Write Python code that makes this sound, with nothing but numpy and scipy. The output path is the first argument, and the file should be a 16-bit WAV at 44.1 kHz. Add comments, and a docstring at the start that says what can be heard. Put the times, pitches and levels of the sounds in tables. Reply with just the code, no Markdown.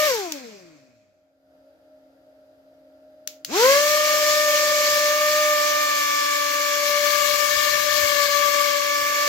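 """Indoors, close to a two-microphone phone, a hand holds a tiny motor with a two-blade plastic propeller.
It runs down, a push switch clicks, it spins up again and is slowly turned about, so the tones swell and fade.
The tones follow the shaft angle; the air is filtered noise, with gusts mostly on the left microphone port.
A machine hums in the room, and the phone's gain control lifts the sound during the pause."""
import sys
import numpy as np
from scipy import signal
from scipy.fft import rfft, irfft, next_fast_len
from scipy.io import wavfile
from scipy.ndimage import uniform_filter1d, minimum_filter1d, map_coordinates

SR = 44100
rng = np.random.default_rng(int(sys.argv[2]) if len(sys.argv) > 2 else 0)


def dump(signal):
    """Clip the signal to [-1, 1] and save it as 16-bit WAV at the path in sys.argv[1]."""
    limited = np.clip(np.atleast_2d(signal).T, -1, 1)
    pcm = np.round(limited * 32767).astype(np.int16)
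    wavfile.write(sys.argv[1], SR, pcm)


N = 409248  # length in samples

# how alike moving air sounds at both microphones: frequency_hz, likeness (1 = the same)
AIR_LIKENESS = [(60, 0.37), (300, .7), (1400, 0.3), (3000, 0.072), (15000, 0.16)]
OFF_S, ON_S = 0.066, 3.448  # power cut, power back
START_SPEED = 304  # turns per second before the cut, the full speed that levels refer to


def amp(db):
    """Gain of a level in dB."""
    return np.exp(np.asarray(db, np.float32) * np.float32(np.log(10) / 20))


def unit(x):
    """Scale each row to rms 1."""
    return x / np.sqrt(np.mean(abs(x) ** 2, axis=-1, keepdims=True) + 1e-20)


def along(points, hz):
    """Read a curve of (frequency, value) points on a log frequency axis."""
    point_hz, values = np.transpose(points)
    return np.interp(np.log(hz + 1), np.log(point_hz + 1), values)


def curves(rows):
    """One value per sample for each column after the time."""
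    time_s, *columns = np.transpose(rows)
    return [np.interp(np.arange(N) / SR, time_s, c).astype(np.float32) for c in columns]


def spin(angle):
    """A unit phasor (a point on a circle) at the given angle in radians."""
    angle = (angle % (2 * np.pi)).astype(np.float32)
    return np.cos(angle) + np.complex64(1j) * np.sin(angle)


def wobble(rate):
    """A smooth random curve with this many knots a second."""
    coarse = np.arange(N // 64 + 2) * 64
    knots = rng.standard_normal(int(N * rate / SR) + 4)
    smooth = map_coordinates(knots, [coarse * rate / SR])
    return np.interp(np.arange(N), coarse, smooth)


def slow(width_hz, count):
    """Complex random envelopes of rms 1 and the given spectral width, drawn at every 32nd sample."""
    knots = next_fast_len(N // 32 + 2)
    hz = np.fft.fftfreq(knots, 32 / SR)
    noise = rng.standard_normal((count, knots, 2)) @ [1, 1j]
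    z = unit(np.fft.ifft(np.fft.fft(noise) / (1 + (2 * hz / width_hz) ** 2)))
    z = z.astype(np.complex64)[..., None]
    step = np.arange(32, dtype=np.float32) / 32
    filled = z[:, :-1] + np.diff(z, axis=1) * step  # straight lines between the knots
    return filled.reshape(count, -1)[:, :N]


def filtered(x, response):
    """Pass x through a filter given as a function of frequency."""
    size = next_fast_len(N + SR // 2)
    return irfft(rfft(x, size) * response(np.fft.rfftfreq(size, 1 / SR)), size)[..., :N]


def rush(spectrum, alike, patchy_db, tilt=((1, 0), (2, 0))):
    """Stereo noise, rms 1 a side, with patches of random gain; tilt shifts colour between left and right."""
    hz, frames = np.fft.rfftfreq(2048, 1 / SR), N // 512 + 4
    a, b = rng.standard_normal((2, len(hz), frames, 2)) @ [1, 1j]
    patches = uniform_filter1d(rng.standard_normal(a.shape), size=24, axis=0)
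    patches = uniform_filter1d(patches, size=6, axis=1)
    # this mix of shared and opposite noise gives the wanted likeness
    turn = np.arccos(np.clip(along(alike, hz), -1, 1))[:, None] / 2
    mid, side = a * np.cos(turn), b * np.sin(turn)
    gain = amp(along(spectrum, hz)[:, None] + patchy_db * patches / patches.std())
    lean = amp(along(tilt, hz) / 2)[:, None]
    pair = gain * np.array([(mid + side) * lean, (mid - side) / lean])
    return unit(signal.istft(pair, nperseg=2048, noverlap=1536)[1][:, :N])


def shaft_speed():
    """Without power air drag and friction slow the rotor; with power it climbs until torque meets drag."""
    # speed it climbs to under power: time_s, speed (turns per second)
    full_speed = [(3.9, 301.3), (4.05, 301), (4.25, 300.5), (5.0, 297), (5.4, 301), (5.6, 296.6),
                  (5.8, 299), (6.0, 293), (6.4, 292), (6.85, 292.4), (7.6, 295.5), (7.95, 295.5),
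                  (8.25, 289), (8.6, 291.4), (8.8, 289.9), (9.28, 292.5)]
    drag, friction = 0.0098, 0.6  # loss of speed: drag x speed squared + friction x speed (per s)
    pull = 780  # turns per second; motor torque fades with speed, larger = quicker start
    t, full = np.arange(N) / SR, curves(full_speed)[0]
    ratio = drag / friction
    coast = 1 / ((1 / START_SPEED + ratio) * np.exp(friction * np.maximum(t - OFF_S, 0)) - ratio)
    rest = np.exp(-drag * (full + pull) * np.maximum(t - ON_S, 0))
    climb = full * (1 - rest) / (1 + rest * full / pull)
    return np.where(t < ON_S, coast, climb)


def facing(rows):
    """The hand turns the disc: one value per sample for each column of a table by direction."""
    # time_s, angle_deg of the phone from the plane of the disc (behind it negative)
    hand_turn = [(.3, -48), (3.4, -44), (4.95, -54), (5.3, -31), (5.9, -9), (6.75, -5), (7.0, 14),
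                 (7.5, 46), (8.0, 43.5), (8.5, 24), (8.8, 3.5), (9.28, -40)]
    angle_deg, *columns = np.transpose(rows)
    now_deg = curves(hand_turn)[0]
    return [np.interp(now_deg, angle_deg, c).astype(np.float32) for c in columns]


def grown(speed, layer):
    """Faster blades sound louder: gain of a layer at this speed against full speed."""
    # for each layer: dB of sound for every dB of speed above the silent one
    growth = dict(odd=3.5, first=2.38, second=2.25, third=2.4, rim=1.7, hiss=2.51, chop=2.37, rumble=1.5)
    silent = 25.3  # turns per second; slower blades stir no audible air
    share = np.maximum((speed - silent) / (START_SPEED - silent), 0)
    return share.astype(np.float32) ** np.float32(growth[layer])


def tone(turn, gains, lead, shake):
    """A sine shaken by the air it passes through, with its own level and phase at each microphone."""
    start = np.complex64(np.sqrt(2) * np.exp(2j * np.pi * rng.uniform()))
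    wave = start * (1 + shake) * turn
    return gains * np.array([np.real(wave * spin(np.asarray(lead))), np.real(wave)])


def blade_tones(shaft, speed, odd_db, left2_db, right2_db, left3_db, right3_db, rim_db, rough):
    """Main even orders come from the two blades passing, odd ones from unbalance; rim orders join them."""
    # the blade tone swells and cancels at each microphone: time_s, left_db, right_db, left_lead_rad
    blade_swell = [(.1, -20, -25, .7), (3.5, -20.5, -23, 0.36), (4.1, -22.5, -25, 0.72),
                   (5.25, -23, -24, 0.41), (5.5, -24, -21.5, .3), (5.75, -36, -24.5, 1.8),
                   (6.0, -33.5, -31, 2.42), (6.27, -28.5, -32, 3.2), (6.5, -28.5, -41, 4.68),
                   (7.0, -22, -28.5, 6.23), (7.25, -22.5, -45, 5.5), (7.5, -25, -45, 3),
                   (8.0, -23, -51, 6.2), (8.25, -23, -34, 6.3), (8.75, -22.5, -39, 4.5),
                   (9.0, -27, -41, 4.7), (9.25, -34, -24, 5.1)]
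    # colour the gliding tones pass through: frequency_hz, gain_db
    path_colour = [(150, -6.5), (350, 1), (520, 2.5), (600, 0.5), (950, -2.5), (1150, -0.5), (1500, -3),
                   (1800, 0)]
    # small orders: shaft_multiple, level_db above the unbalance tone
    weak_orders = [(3, -8), (5, 2)]
    # orders heard in the plane of the disc: shaft_multiple, level_db
    rim_orders = [(7, -48), (8, -35.5), (10, -46.5), (12, -42.5)]
    slow_rough = 0.76  # slow blades turn in their own wake: roughness added near standstill
    unloaded_db, unload_s = -4.5, 0.15  # coasting blades push less: the loss, and how soon it comes

    left1_db, right1_db, lead = curves(blade_swell)
    slowness = np.clip(1 - speed / START_SPEED, 0, 1)
    shake = (rough + slow_rough * slowness).astype(np.float32) * slow(33, count=3)
    t = np.arange(N) / SR
    idle_db = unloaded_db * np.clip((t - OFF_S) / unload_s, 0, 1) * (t < ON_S)

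    def order(k):
        return spin(k * shaft)

    def level(k, layer, *db):
        return amp(np.array(db) + along(path_colour, k * speed)) * grown(speed, layer)

    # the paired numbers are left and right in dB
    odd = amp(odd_db + idle_db) * grown(speed, "odd") * amp([[0], [-4]])
    rim = amp(rim_db) * grown(speed, "rim") * amp([[0], [-3]])
    first = level(2, "first", left1_db, right1_db)
    second = level(4, "second", left2_db, right2_db)
    third = level(6, "third", left3_db + idle_db, right3_db + idle_db)
    out = tone(order(1), odd, 0.4, shake[0])
    out += tone(order(2), first, lead, 0.35 * shake[0])
    out += tone(order(4), second, 1.41, shake[1])
    out += tone(order(6), third, 1.15, 1.6 * shake[2])
    out += sum(tone(order(k), amp(db) * odd, 0.8, shake[1]) for k, db in weak_orders)
    return out + sum(tone(order(k), amp(db) * rim, 1.8, shake[2]) for k, db in rim_orders)


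def eddy(angle, width_hz, lead):
    """A swirl of air makes a fuzzy tone, partly shared by both microphones."""
    common, own = slow(width_hz, count=2) * spin(angle)
    left = np.real(common * spin(np.asarray(lead)))
    right = np.real(0.82 * common + 0.62 * own)
    return np.sqrt(2) * np.array([left, right])


def air(shaft, speed, rim_db, left_db, right_db, *chop_db):
    """Eddies swirl with the rotor, so their fuzzy tones sit just under the blade orders; the edges hiss."""
    # eddies cut by both blades in turn: shaft_multiple, width_hz, level_db, left_lead_rad
    eddies = [(3.88, 74, -1, 1.6), (5.8, 180, -1.5, 1.2), (7.6, 200, 3, 1.79), (9.5, 220, -6.5, 0.85),
              (11.4, 150, -9, .1)]
    # whir of the coasting motor: frequency_hz, level_db per Hz
    coast_whir = [(500, -41), (1000, -7.5), (1500, -5), (2000, -5.5), (2550, -1), (3200, -34.5)]
    # body of the hiss: frequency_hz, level_db per Hz
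    hiss_body = [(60, -51), (170, -24), (450, -16), (760, -25), (1000, -13.5), (1350, -15), (1950, -7),
                 (2500, -6), (3700, -5), (4300, -1), (6500, -2), (7500, -5), (9000, -22), (10500, -41.5),
                 (11500, -120)]
    # top of the hiss: frequency_hz, level_db per Hz
    hiss_top = [(7000, -120), (8500, -19.5), (10000, -8), (12000, -2), (13500, 0), (16500, -8.5)]
    # colour of the two ports: frequency_hz, extra_db of left over right
    port_tilt = [(300, -3.5), (1500, 7), (2300, -14), (3100, 7.5), (5000, -1)]

    chop = sum(amp(db) * eddy(k * shaft, width_hz, lead) for k, width_hz, db, lead in eddies)
    grip = np.minimum(speed / 290, 1) ** 2.5  # slow blades barely cut eddies: a whir of fixed pitch is left
    chop = grip * chop + (1 - grip) * amp(6.5) * rush(coast_whir, AIR_LIKENESS, patchy_db=-1.5)
    chop = amp(np.array(chop_db) - 3.0) * grown(speed, "chop") * chop
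    # a skirt under the blade tone, fainter in the plane of the disc
    skirt = amp(-41.5 - 0.62 * rim_db) * grown(speed, "first") * eddy(1.95 * shaft, 56, 0.26)
    body = amp(1.44) * rush(hiss_body, AIR_LIKENESS, patchy_db=1.36, tilt=port_tilt)
    bright = (speed / 300) ** 0.8  # faster tips hiss higher
    top = bright * amp([[-4], [-7]]) * rush(hiss_top, AIR_LIKENESS, patchy_db=2.16)
    beat = 1 + 0.13 * np.cos(2 * shaft)  # each blade pass swells the hiss a little
    flutter = amp(0.53 * wobble(9) + 0.6 * wobble(40))
    hiss = amp([left_db, right_db]) * grown(speed, "hiss") * beat * flutter * (body + top)
    return chop + skirt + hiss


def slipstream(speed, rumble_db):
    """Moving air rumbles in lumps on the ports; single blows thump the left one."""
    # single blows of air: time_s, peak_db, pitch_hz
    puffs = [(7.575, -37, 70), (8.043, -29, 85)]
    # colour of the rumble: frequency_hz, level_db per Hz
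    gust_colour = [(20, -29), (50, -4), (75, 1), (150, -3), (250, -16), (500, -53.5)]
    lumps = unit(amp(2.4 * wobble(16)) * rush(gust_colour, AIR_LIKENESS, patchy_db=4.0))
    out = amp(rumble_db) * grown(speed, "rumble") * lumps
    t = np.arange(-2000, 2000) / SR
    for time_s, db, hz in puffs:
        blow = np.exp(-(t * hz * 1.6) ** 2) * np.cos(2 * np.pi * hz * t)
        out[0, round(time_s * SR) - 2000:][:len(t)] += amp(db) * blow
    return out


def room():
    """A diffuse echo tail, energy 1 on the left, in which each frequency dies at its own speed."""
    # how fast the room falls silent: frequency_hz, time_s to fall by 60 dB
    decay = [(500, 0.43), (4000, 0.25), (14000, 0.24)]
    hz, t, z = signal.stft(rng.standard_normal((2, SR // 2)), SR, nperseg=256)
    fading = z * amp(-60 * t / along(decay, hz)[:, None])
    tail = signal.istft(fading, SR, nperseg=256)[1][:, :SR // 2]
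    return tail / np.linalg.norm(tail[0])


def switch():
    """Each snap is a short broad rattle, a table echo and the room's tail."""
    # time_s, level_db before the snap's colour, pan_db (left minus right)
    clicks = [(0.3214, -9, 4.5), (3.2743, -19.5, 9.5), (3.4474, -18.5, 3)]
    # colour of the snap: frequency_hz, level_db per Hz
    snap_colour = [(300, -27.5), (1200, -17.5), (2700, -5), (6800, 1.5), (8800, -17.5), (11500, -10.5),
                   (16000, -5)]
    snaps, t = np.zeros((2, N)), np.arange(SR // 2) / SR
    for time_s, db, pan_db in clicks:
        fade = amp(-60 * t / 0.012) * np.minimum(t / 0.0013, 1)  # rises in 1.3 ms, falls 60 dB in 12 ms
        rattle = fade * rng.standard_normal((2, len(t)))
        rattle[:, 30] += 1.5  # the dome snaps through in one sharp blow
        echo = amp(-27) * np.roll(rattle, round(0.016 * SR), axis=1)
        direct = amp(pan_db * np.array([[0.5], [-0.5]])) * (rattle + echo)
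        snaps[:, round(time_s * SR):][:, :len(t)] += amp(db + 3) * (direct + amp(6) * room())
    return filtered(snaps, lambda hz: amp(along(snap_colour, hz)))


def background():
    """A machine hum of wavering sines over faint room noise."""
    # tones of the machine: pitch_hz, width_hz, level_db, steady_share
    hum_tones = [(271.6, 6.7, -15, 2), (616.5, 11, -8, 2.05), (310, 30, -18.5, 1), (558, 50, -10.5, 0.5),
                 (1380, 8.7, -34.5, 1.5), (4870, 20, -42, 3.5)]
    # level of hum and room noise together: time_s, level_db
    hum_level = [(0, -64), (.8, -57), (1.05, -64), (9.28, -57)]
    # colour of the room noise: frequency_hz, level_db per Hz
    room_colour = [(20, -61.5), (65, -23.5), (230, -29.5), (430, -26), (620, -13.5), (800, -24.5),
                   (1050, -39.5), (1350, -28), (2300, -40), (5000, -41), (9000, -55), (12500, -46.5),
                   (15000, -54), (16000, -69)]
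    # likeness of the room noise at both microphones: frequency_hz, likeness (negative = opposite)
    room_likeness = [(60, .45), (290, 0.73), (700, 0.63), (1300, -.2), (3000, -0.38), (12000, .6)]
    t = np.arange(N) / SR
    hum = 0
    for hz, width_hz, db, steady in hum_tones:
        waver = steady + slow(width_hz, count=1)[0]
        hum = hum + amp(db) * np.real(waver * spin(2 * np.pi * hz * t))
    noise = amp(-7) * rush(room_colour, room_likeness, patchy_db=0.5)
    return amp(curves(hum_level)[0]) * (unit(hum) * amp([[0.3], [-0.3]]) + noise)


def scene():
    """Motor, slipstream, switch and room, all moving air and tones driven by one shaft."""
    # tones by direction: angle_deg, unbalance_db, second_left_db, second_right_db,
    # third_left_db, third_right_db, rim_orders_db, roughness (0-1)
    tone_directions = [(-60.5, -48, -25, -27.5, -28.5, -33, -13.5, 0.19),
                       (-34, -48, -22.5, -27, -29.5, -31.5, -5.5, 0.08),
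                       (-8.5, -46, -22.5, -25, -29, -29.5, 4.5, 0.07),
                       (-2.5, -49.5, -25.5, -29, -31, -39, 1, 0.04),
                       (25, -50.5, -18, -32, -30.5, -45, 0, 0.58),
                       (39.5, -52, -24.5, -43, -30, -40.5, -5.5, 0.63)]
    # air by direction: angle_deg, hiss_left_db, hiss_right_db, chop_left_db, chop_right_db,
    # rumble_left_db, rumble_right_db
    air_directions = [(-60.5, -23, -24.5, -34, -31, -54, -64.5), (-34, -26.5, -27, -30, -30, -61.5, -65.5),
                      (-11, -27, -28, -32.5, -34.5, -69, -69), (1, -26, -28.5, -29.5, -34.5, -66, -69),
                      (16, -23.5, -29.5, -26, -32, -61.5, -77), (44, -22.5, -30, -27, -32.5, -48.5, -67)]
    speed, tones_at, air_at = shaft_speed(), facing(tone_directions), facing(air_directions)
    shaft = 2 * np.pi * np.cumsum(speed * (1 + 0.001195 * wobble(12))) / SR  # angle, slightly unsteady
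    rim_db = tones_at[-2]
    motor = blade_tones(shaft, speed, *tones_at) + air(shaft, speed, rim_db, *air_at[:4])
    return motor + slipstream(speed, air_at[-2:]) + switch() + background()


def record(dry):
    """Gain control lifts sound that has stayed quiet and lets go late when it gets loud; then the band limit."""
    boost_db, quiet_db = 8.5, -24  # most lift, given to sound below the quiet level
    listen_s, hold_s, lag_s, glide_s = 0.04, 1.104, 0.064, 0.19
    top_hz = 15850  # the band ends here
    hold, glide = round(hold_s * SR), round(glide_s * SR)
    power = uniform_filter1d(np.mean(dry ** 2, axis=0), size=round(listen_s * SR))
    level_db = 10 * np.log10(abs(power) + 1e-12)
    lift_db = np.clip(2 * (quiet_db - level_db), 0, boost_db)
    # the origins make both filters look back in time only
    lift_db = minimum_filter1d(lift_db, size=hold, mode="nearest", origin=(hold - 1) // 2)
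    lift_db = uniform_filter1d(lift_db, size=glide, mode="nearest", origin=(glide - 1) // 2)
    late_db = np.interp(np.arange(N) - lag_s * SR, np.arange(N), lift_db)
    return filtered(amp(late_db) * dry, lambda hz: 1 / (1 + np.exp(np.clip((hz - top_hz) / 45, -50, 50))))


dry = scene()
out = record(dry)
dump(out)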